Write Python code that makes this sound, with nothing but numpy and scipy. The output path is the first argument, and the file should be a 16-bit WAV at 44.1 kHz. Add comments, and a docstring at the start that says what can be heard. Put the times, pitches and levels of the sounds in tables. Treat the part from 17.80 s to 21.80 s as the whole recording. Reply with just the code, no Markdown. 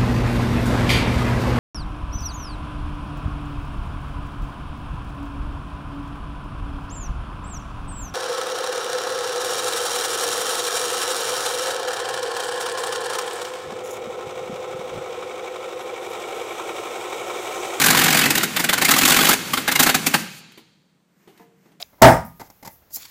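"""Rough petrol engine in a workshop

One microphone, close to a truck's open engine bay. Each firing is a sharp puff of exhaust gas with
a low thud; even runs break up into single pops and misses, over the whir of fan, belts and valve gear.
The engine dies, the room rings out, and a few faint knocks follow, one on ringing metal."""
import sys
import numpy as np
from scipy import signal
from scipy.fft import rfft, irfft
from scipy.io import wavfile

SR = 44100
rng = np.random.default_rng(int(sys.argv[2]) if len(sys.argv) > 2 else 0)


def master_out(mix):
    """Clip the mix to full scale and print it as 16-bit PCM to the path in sys.argv[1]."""
    frames = np.transpose(np.atleast_2d(mix))
    ceiling = np.clip(frames, -1, 1)
    pcm = np.round(ceiling * 32767).astype(np.int16)
    wavfile.write(sys.argv[1], SR, pcm)


N = 176400
TIME = np.arange(N) / SR


def firings():
    """Every firing as a row: lone pops as the engine stumbles, then runs where no two puffs are alike."""
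    # single pops: (time [s], level [dB], hiss [dB], thud [dB], length [s], bark pitch [Hz], bark [dB])
    pops = [(0.509, -11.5, 2.5, 0, 0.0028, 1376, -0.5), (0.558, -15, 2.5, 3.5, 0.0022, 1875, -4),
            (0.582, -13, 2.5, -4, 0.0047, 1610, -5.5), (0.615, -22.5, -8, 1, 0.013, 1900, -3.5),
            (0.638, -15.5, 4, 0.5, 0.0094, 1410, -1.5), (0.771, -15.5, 0, -6.5, 0.0087, 1650, -4),
            (0.802, -17, 3, 1, 0.011, 2000, -3), (0.846, -15, 3, 0.5, 0.0041, 1500, -3.5),
            (0.897, -10, -1, -4, 0.006, 2000, 1.5), (0.937, -14, 3.5, -10.5, 0.0096, 1417, 3),
            (0.985, -16, 0, -2, 0.0067, 1400, 2), (1.023, -10, 0, -1, 0.0082, 1652, -3.5),
            (1.055, -14, 5.5, -8.5, 0.0078, 2050, 1), (1.680, -29.5, -3, -6, 0.0029, 1450, 2),
            (1.740, -13, -0.5, -1.5, 0.0037, 1157, -0.5), (1.778, -15, -5.5, 1.5, .004, 1384, -6),
            (1.885, -10.5, -1, -5, 0.0062, 1700, 4), (1.923, -15.5, 4.5, -4, 0.0068, 1400, 2),
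            (1.960, -11.5, 1.5, -4.5, 0.002, 2100, 0), (2.002, -9, 4.5, 1, 0.013, 1756, -7),
            (2.035, -14, 7.5, -1, 0.013, 1800, -8), (2.070, -10.5, -1, 2.5, 0.0097, 1430, -7),
            (2.099, -11, -1.5, -3.5, 0.011, 1483, -2.5), (2.151, -11, 1, 0.5, 0.0072, 1600, -2.5),
            (2.271, -13, 5.5, 0, 0.0069, 2400, -9), (2.345, -7, -3, -0.5, 0.0044, 1690, -4)]
    # even runs: (first puff [s], last puff [s], firing rate [1/s], level [dB], hiss [dB], thud [dB])
    runs = [(0.001, 0.219, 45.4, -13, 2, 0), (0.243, 0.462, 45.6, -13, 2.5, -1),
            (1.088, 1.141, 40, -9.5, 1, -1), (1.170, 1.192, 50, -12, 2.5, -0.5),
            (1.218, 1.258, 50, -10.5, 1, -0.5), (1.285, 1.369, 47, -12, 1.5, 0.5),
            (1.392, 1.537, 49, -12.5, 1.5, 3)]
    jitter_s, length_s, bark_hz, bark_db = .0014, .0055, 1722, -1.5
    rows = list(pops)
    for first, last, rate, db, hiss_db, thud_db in runs:
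        for s in np.linspace(first, last, int(round((last - first) * rate)) + 1):
            late, strong, bright, long, high = np.clip(rng.standard_normal(5), -2, 2)
            rows.append((s + jitter_s * late, db + 1.1 * strong, hiss_db + 2.9 * bright, thud_db,
                         length_s * np.exp(.25 * long), bark_hz * np.exp(.28 * high), bark_db))
    return rows


def exhaust():
    """Each firing lets out a sputtering jet with a short hiss, a rising bark, a few rings and a thud."""
    # colours of the escaping gas, its hiss and the low thud: (frequency [Hz], relative level [dB])
    jet_colour = [(200, -31), (400, -10.5), (560, 0), (800, 1.5), (1050, -3), (1400, 6), (2300, 5),
                  (3300, 1), (4700, -0.5), (7000, -23), (15000, -10.5)]
    hiss_colour = [(2000, -16.5), (4000, 3), (5500, 0), (7000, 4), (10000, -0.5), (13500, 0), (16000, 0.5)]
    thud_colour = [(20, -23.5), (60, -28.5), (100, -18.5), (130, -9.5), (165, -1), (210, -3.5), (270, 3.5),
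                   (330, -2.5), (380, -1.5), (470, -8), (900, -17.5)]
    attack_s, bark_rise_hz_per_s, thud_lag_s = .0038, 14000, .003
    jet, hiss, thud = noise(jet_colour), noise(hiss_colour), noise(thud_colour)
    sputter_db = 2.5 * noise([(100, 4), (600, 0.5), (2000, -29)])
    sputter = rms_one(from_db(sputter_db))
    out, thud_power, span = np.zeros(N), np.zeros(N), int(.25 * SR)
    for s, db, hiss_db, thud_db, length, bark_hz, bark_db in firings():
        start = max(int(s * SR) - span // 10, 0)
        at = slice(start, start + span)
        age = TIME[at] - s
        bark = resonance(bark_hz + bark_rise_hz_per_s * np.clip(age, -length, length))
        gas = from_db(-5) * jet[at] + from_db(bark_db - 8) * bark + from_db(-10) * gap_rings(span)
        puff = burst(age, length, attack_s, release_s=.0073) * gas
        hiss_envelope = burst(age, .56 * length, attack_s=.0051, release_s=.0045)
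        puff += hiss_envelope * from_db(hiss_db - 4.5) * hiss[at]
        out[at] += from_db(db) * (puff * sputter[at] + from_db(thud_db) * boom(age))
        thud_envelope = burst(age - thud_lag_s, length, attack_s, release_s=.012)
        thud_power[at] += (from_db(db + thud_db - 11.5) * thud_envelope) ** 2
    return out + np.sqrt(thud_power) * thud


def gap_rings(samples, low_hz=698.1, high_hz=3925):
    """Each puff excites its own four resonances of the gap it escapes through."""
    pitches = low_hz * (high_hz / low_hz) ** rng.random(size=4)
    return rms_one(sum(resonance(np.full(samples, hz)) for hz in pitches))


def boom(age, lead_s=.002, uneven_db=2):
    """The pressure pulse of one firing rings the pipe and the bay."""
    # low modes of pipe and bay: (frequency [Hz], level [dB], t60 [s])
    modes = [(120, -26, .06), (170, -20, 0.09), (235, -9, 0.033), (273, -12, 0.09), (376.5, -12, 0.039),
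             (797.3, -15, 0.075)]
    t = np.maximum(age + lead_s, 0)
    out = np.zeros(len(t))
    for k, (hz, db, t60) in enumerate(modes):
        envelope = from_db(db + uneven_db * rng.standard_normal() - 60 * t / t60)
        out += envelope * (-1) ** k * np.sin(2 * np.pi * hz * t)
    return out


def whir():
    """Fan, belts and valve gear whir while the crank turns, and fade as the engine dies."""
    # loudness of the turning parts: (time [s], level [dB])
    turning = [(0, -24.5), (.5, -24), (.7, -32), (1.1, -27.5), (1.5, -35), (1.7, -33), (2.2, -31),
               (2.4, -33), (2.55, -51.5), (2.75, -57), (3.0, -73.5), (4, -92)]
    # their colour: (frequency [Hz], relative level [dB])
    colour = [(30, -27.5), (80, -10.5), (170, 9.5), (300, 1.5), (600, -5), (1200, -3.5), (2200, -3),
              (4500, -11), (8000, -15), (15000, -30.5)]
    return level(turning) * noise(colour)


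def knocks():
    """Dull knocks with a tick on top; each can set a metal part ringing."""
    # knocks after the last firing: (time [s], level [dB], decay [s], treble [dB], metal ring [dB])
    hits = [(2.721, -59, .01, 15, -30), (2.778, -42.5, 0.018, 3, -28), (3.477, -47.5, 0.041, -3.5, -22),
            (3.578, -58, .005, 11.5, -20), (3.598, -52.5, 0.061, -8.5, -1), (3.858, -56, .05, -10, -25),
            (3.92, -58.5, 0.017, -1, -27)]
    # colours of the dull body and the tick: (frequency [Hz], relative level [dB])
    body_colour = [(25, -42), (80, -24), (170, 3), (380, 7), (550, -8.5), (800, -2), (1500, -16),
                   (4000, -28), (15000, -50)]
    tick_colour = [(500, -25), (1200, -4), (3000, 6), (6000, -7), (10000, -6.5), (14000, -7)]
    # modes of the metal part: (frequency [Hz], level [dB], t60 [s])
    metal = [(460, 1.5, 0.8), (707, 4, 0.38), (910, 5, 0.17), (1002, -1, 0.2), (1730, -13.5, 0.35),
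             (2046, -13, 0.27)]
    body, tick, out = noise(body_colour), noise(tick_colour), np.zeros(N)
    for s, db, decay, treble_db, ring_db in hits:
        age = np.maximum(TIME - s, 0)
        ring = sum(from_db(mode_db - 60 * age / t60) * np.sin(2 * np.pi * hz * age)
                   for hz, mode_db, t60 in metal)
        envelope = burst(TIME - s, length_s=.0015, attack_s=.0017, release_s=decay)
        knock = envelope * (body + from_db(treble_db - 5.5) * tick)
        out += from_db(db) * (knock + from_db(ring_db) * ring)
    return out


def engine_bay(x):
    """Sheet metal close to the microphone adds a few quick echoes."""
    # echoes off the bonnet and wings: (delay [s], level [dB])
    echoes = [(.0037, -24), (.0061, -21.5), (0.012, -16), (0.0182, -20)]
    return x + sum(from_db(db) * np.pad(x, (int(s * SR), 0))[:N] for s, db in echoes)


def workshop(x, near_db=-20, near_t60_s=.33):
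    """The room answers with a short flurry from the near walls and a tail that dies band by band."""
    # colour of the tail: (frequency [Hz], band level [dB])
    colour = [(60, -15), (170, -8), (300, -8), (420, -11), (600, -21), (1000, -19), (2000, -11),
              (4500, -13.5), (8000, -16), (15000, -21.5)]
    # how long the room rings: (frequency [Hz], t60 [s])
    ring_times = [(100, 1.6), (250, 0.37), (600, 0.85), (2000, 0.69), (4500, 1.3), (8000, .7),
                  (15000, 0.56)]
    t, hz = TIME[:N // 2], np.arange(N // 4 + 1) * SR / (N // 2)
    white, edges_hz = rfft(rng.standard_normal(len(t))), np.geomspace(40, 18000, 15)
    near = rng.standard_normal(len(t)) * from_db(-60 * t / near_t60_s) * (1 - np.exp(-t / 0.0027))
    response = from_db(near_db) * near / np.linalg.norm(near)
    for low, high in zip(edges_hz, edges_hz[1:]):
        centre = np.sqrt(low * high)
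        band = irfft(white * (hz >= low) * (hz < high), len(t))
        fade = from_db(-60 * t / at_hz(ring_times, centre)) * (1 - np.exp(-t / 0.005))
        response += from_db(at_hz(colour, centre)) * fade / np.linalg.norm(fade) * band
    return signal.fftconvolve(x, response)[:N]


def high_hiss():
    """A thin hiss comes and goes between the pops and fades with the engine."""
    # swells of the hiss: (time [s], level [dB])
    swells = [(0, -29), (.55, -34), (.72, -38.5), (.83, -33), (.87, -57.5), (1.1, -29.5), (1.5, -28.5),
              (1.62, -39), (1.8, -33), (1.87, -44.5), (2.17, -37.5), (2.4, -34), (2.48, -50.5), (2.59, -46),
              (2.64, -77), (2.9, -86), (3.2, -90)]
    # its colour: (frequency [Hz], relative level [dB])
    colour = [(2500, -15.5), (4500, -2), (7000, -0.5), (10500, -4), (12500, -4), (14500, -2.5),
              (16000, -6.5)]
    return level(swells) * noise(colour)


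def rustle():
    """A faint rustle around the later knocks."""
    # swells of the rustle: (time [s], level [dB])
    swells = [(3.2, -94.5), (3.42, -64.5), (3.52, -66), (3.62, -58), (3.7, -78), (3.78, -72), (3.87, -63.5),
              (4, -81)]
    # its colour: (frequency [Hz], relative level [dB])
    colour = [(50, -30), (400, -8.5), (1000, 2.5), (2000, 5.5), (3500, -7.5), (6500, -4), (10500, -15),
              (13500, -2.5), (15500, -8.5)]
    return level(swells) * noise(colour)


def room_tone():
    """The low, quiet air of the workshop, heard once the engine has stopped."""
    # slight drift of the room tone: (time [s], level [dB])
    drift = [(0, -62), (3.25, -63.5), (3.45, -60.5), (3.62, -59), (3.75, -60.5), (4, -59.5)]
    # its colour: (frequency [Hz], relative level [dB])
    colour = [(25, -33.5), (70, -22.5), (120, -9), (170, 5.5), (260, -5.5), (400, -10.5), (800, -17.5),
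              (2000, -22.5), (5000, -31.5), (8000, -30), (11000, -40), (15000, -35.5)]
    return level(drift) * noise(colour)


def burst(age, length_s, attack_s, release_s):
    """A quick swell, a hold centred on age zero, an exponential release."""
    early = np.clip((-age - length_s / 2) / attack_s, 0, 10)
    late = np.clip((age - length_s / 2) / release_s, 0, 30)
    return np.exp(-early ** 2 - late)


def resonance(hz, width_hz=150):
    """Noise in a narrow resonance that follows a pitch curve, rms 1."""
    r = np.exp(-np.pi * width_hz / SR)
    real, imaginary = signal.lfilter([1], [1, -2 * r, r * r], rng.standard_normal((2, len(hz))))
    phase = 2 * np.pi * np.cumsum(hz) / SR
    return rms_one(real * np.cos(phase) + imaginary * np.sin(phase))


def noise(colour):
    """Noise with a spectrum of (frequency [Hz], relative level [dB]) rows, rms 1."""
    hz = np.arange(N // 2 + 1) * SR / N
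    random_phases = np.exp(2j * np.pi * rng.random(len(hz)))
    return rms_one(irfft(from_db(at_hz(colour, hz)) * random_phases, N))


def level(points):
    """Gain over time from (time [s], level [dB]) rows."""
    return from_db(np.interp(TIME, *np.transpose(points)))


def at_hz(points, hz):
    """Read a table on a log-frequency axis."""
    f, value = np.transpose(points)
    return np.interp(np.log(np.maximum(hz, 1)), np.log(f), value)


def from_db(db):
    """Decibels to gain."""
    return 10 ** (np.asarray(db) / 20)


def rms_one(x):
    """Scale to unit rms."""
    return x / np.sqrt(np.mean(x ** 2) + 1e-20)


def scene():
    """The engine close up and the knocks, with the workshop ringing behind them, in mono."""
    direct = engine_bay(exhaust()) + whir() + knocks()
    faint = high_hiss() + rustle() + room_tone()
    return (direct + workshop(direct) + faint)[None]


def record(dry, cutoff_hz=15500, overload=.65):
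    """The loudest peaks at the microphone are flattened; the top is cut before and after."""
    top_cut = signal.firwin(511, cutoff_hz, window="blackman", fs=SR)
    heard = signal.fftconvolve(dry, top_cut[None], "same")
    flattened = heard / (1 + (heard / overload) ** 4) ** (1 / 4)
    return signal.fftconvolve(flattened, top_cut[None], "same")


dry = scene()
out = record(dry)
master_out(out)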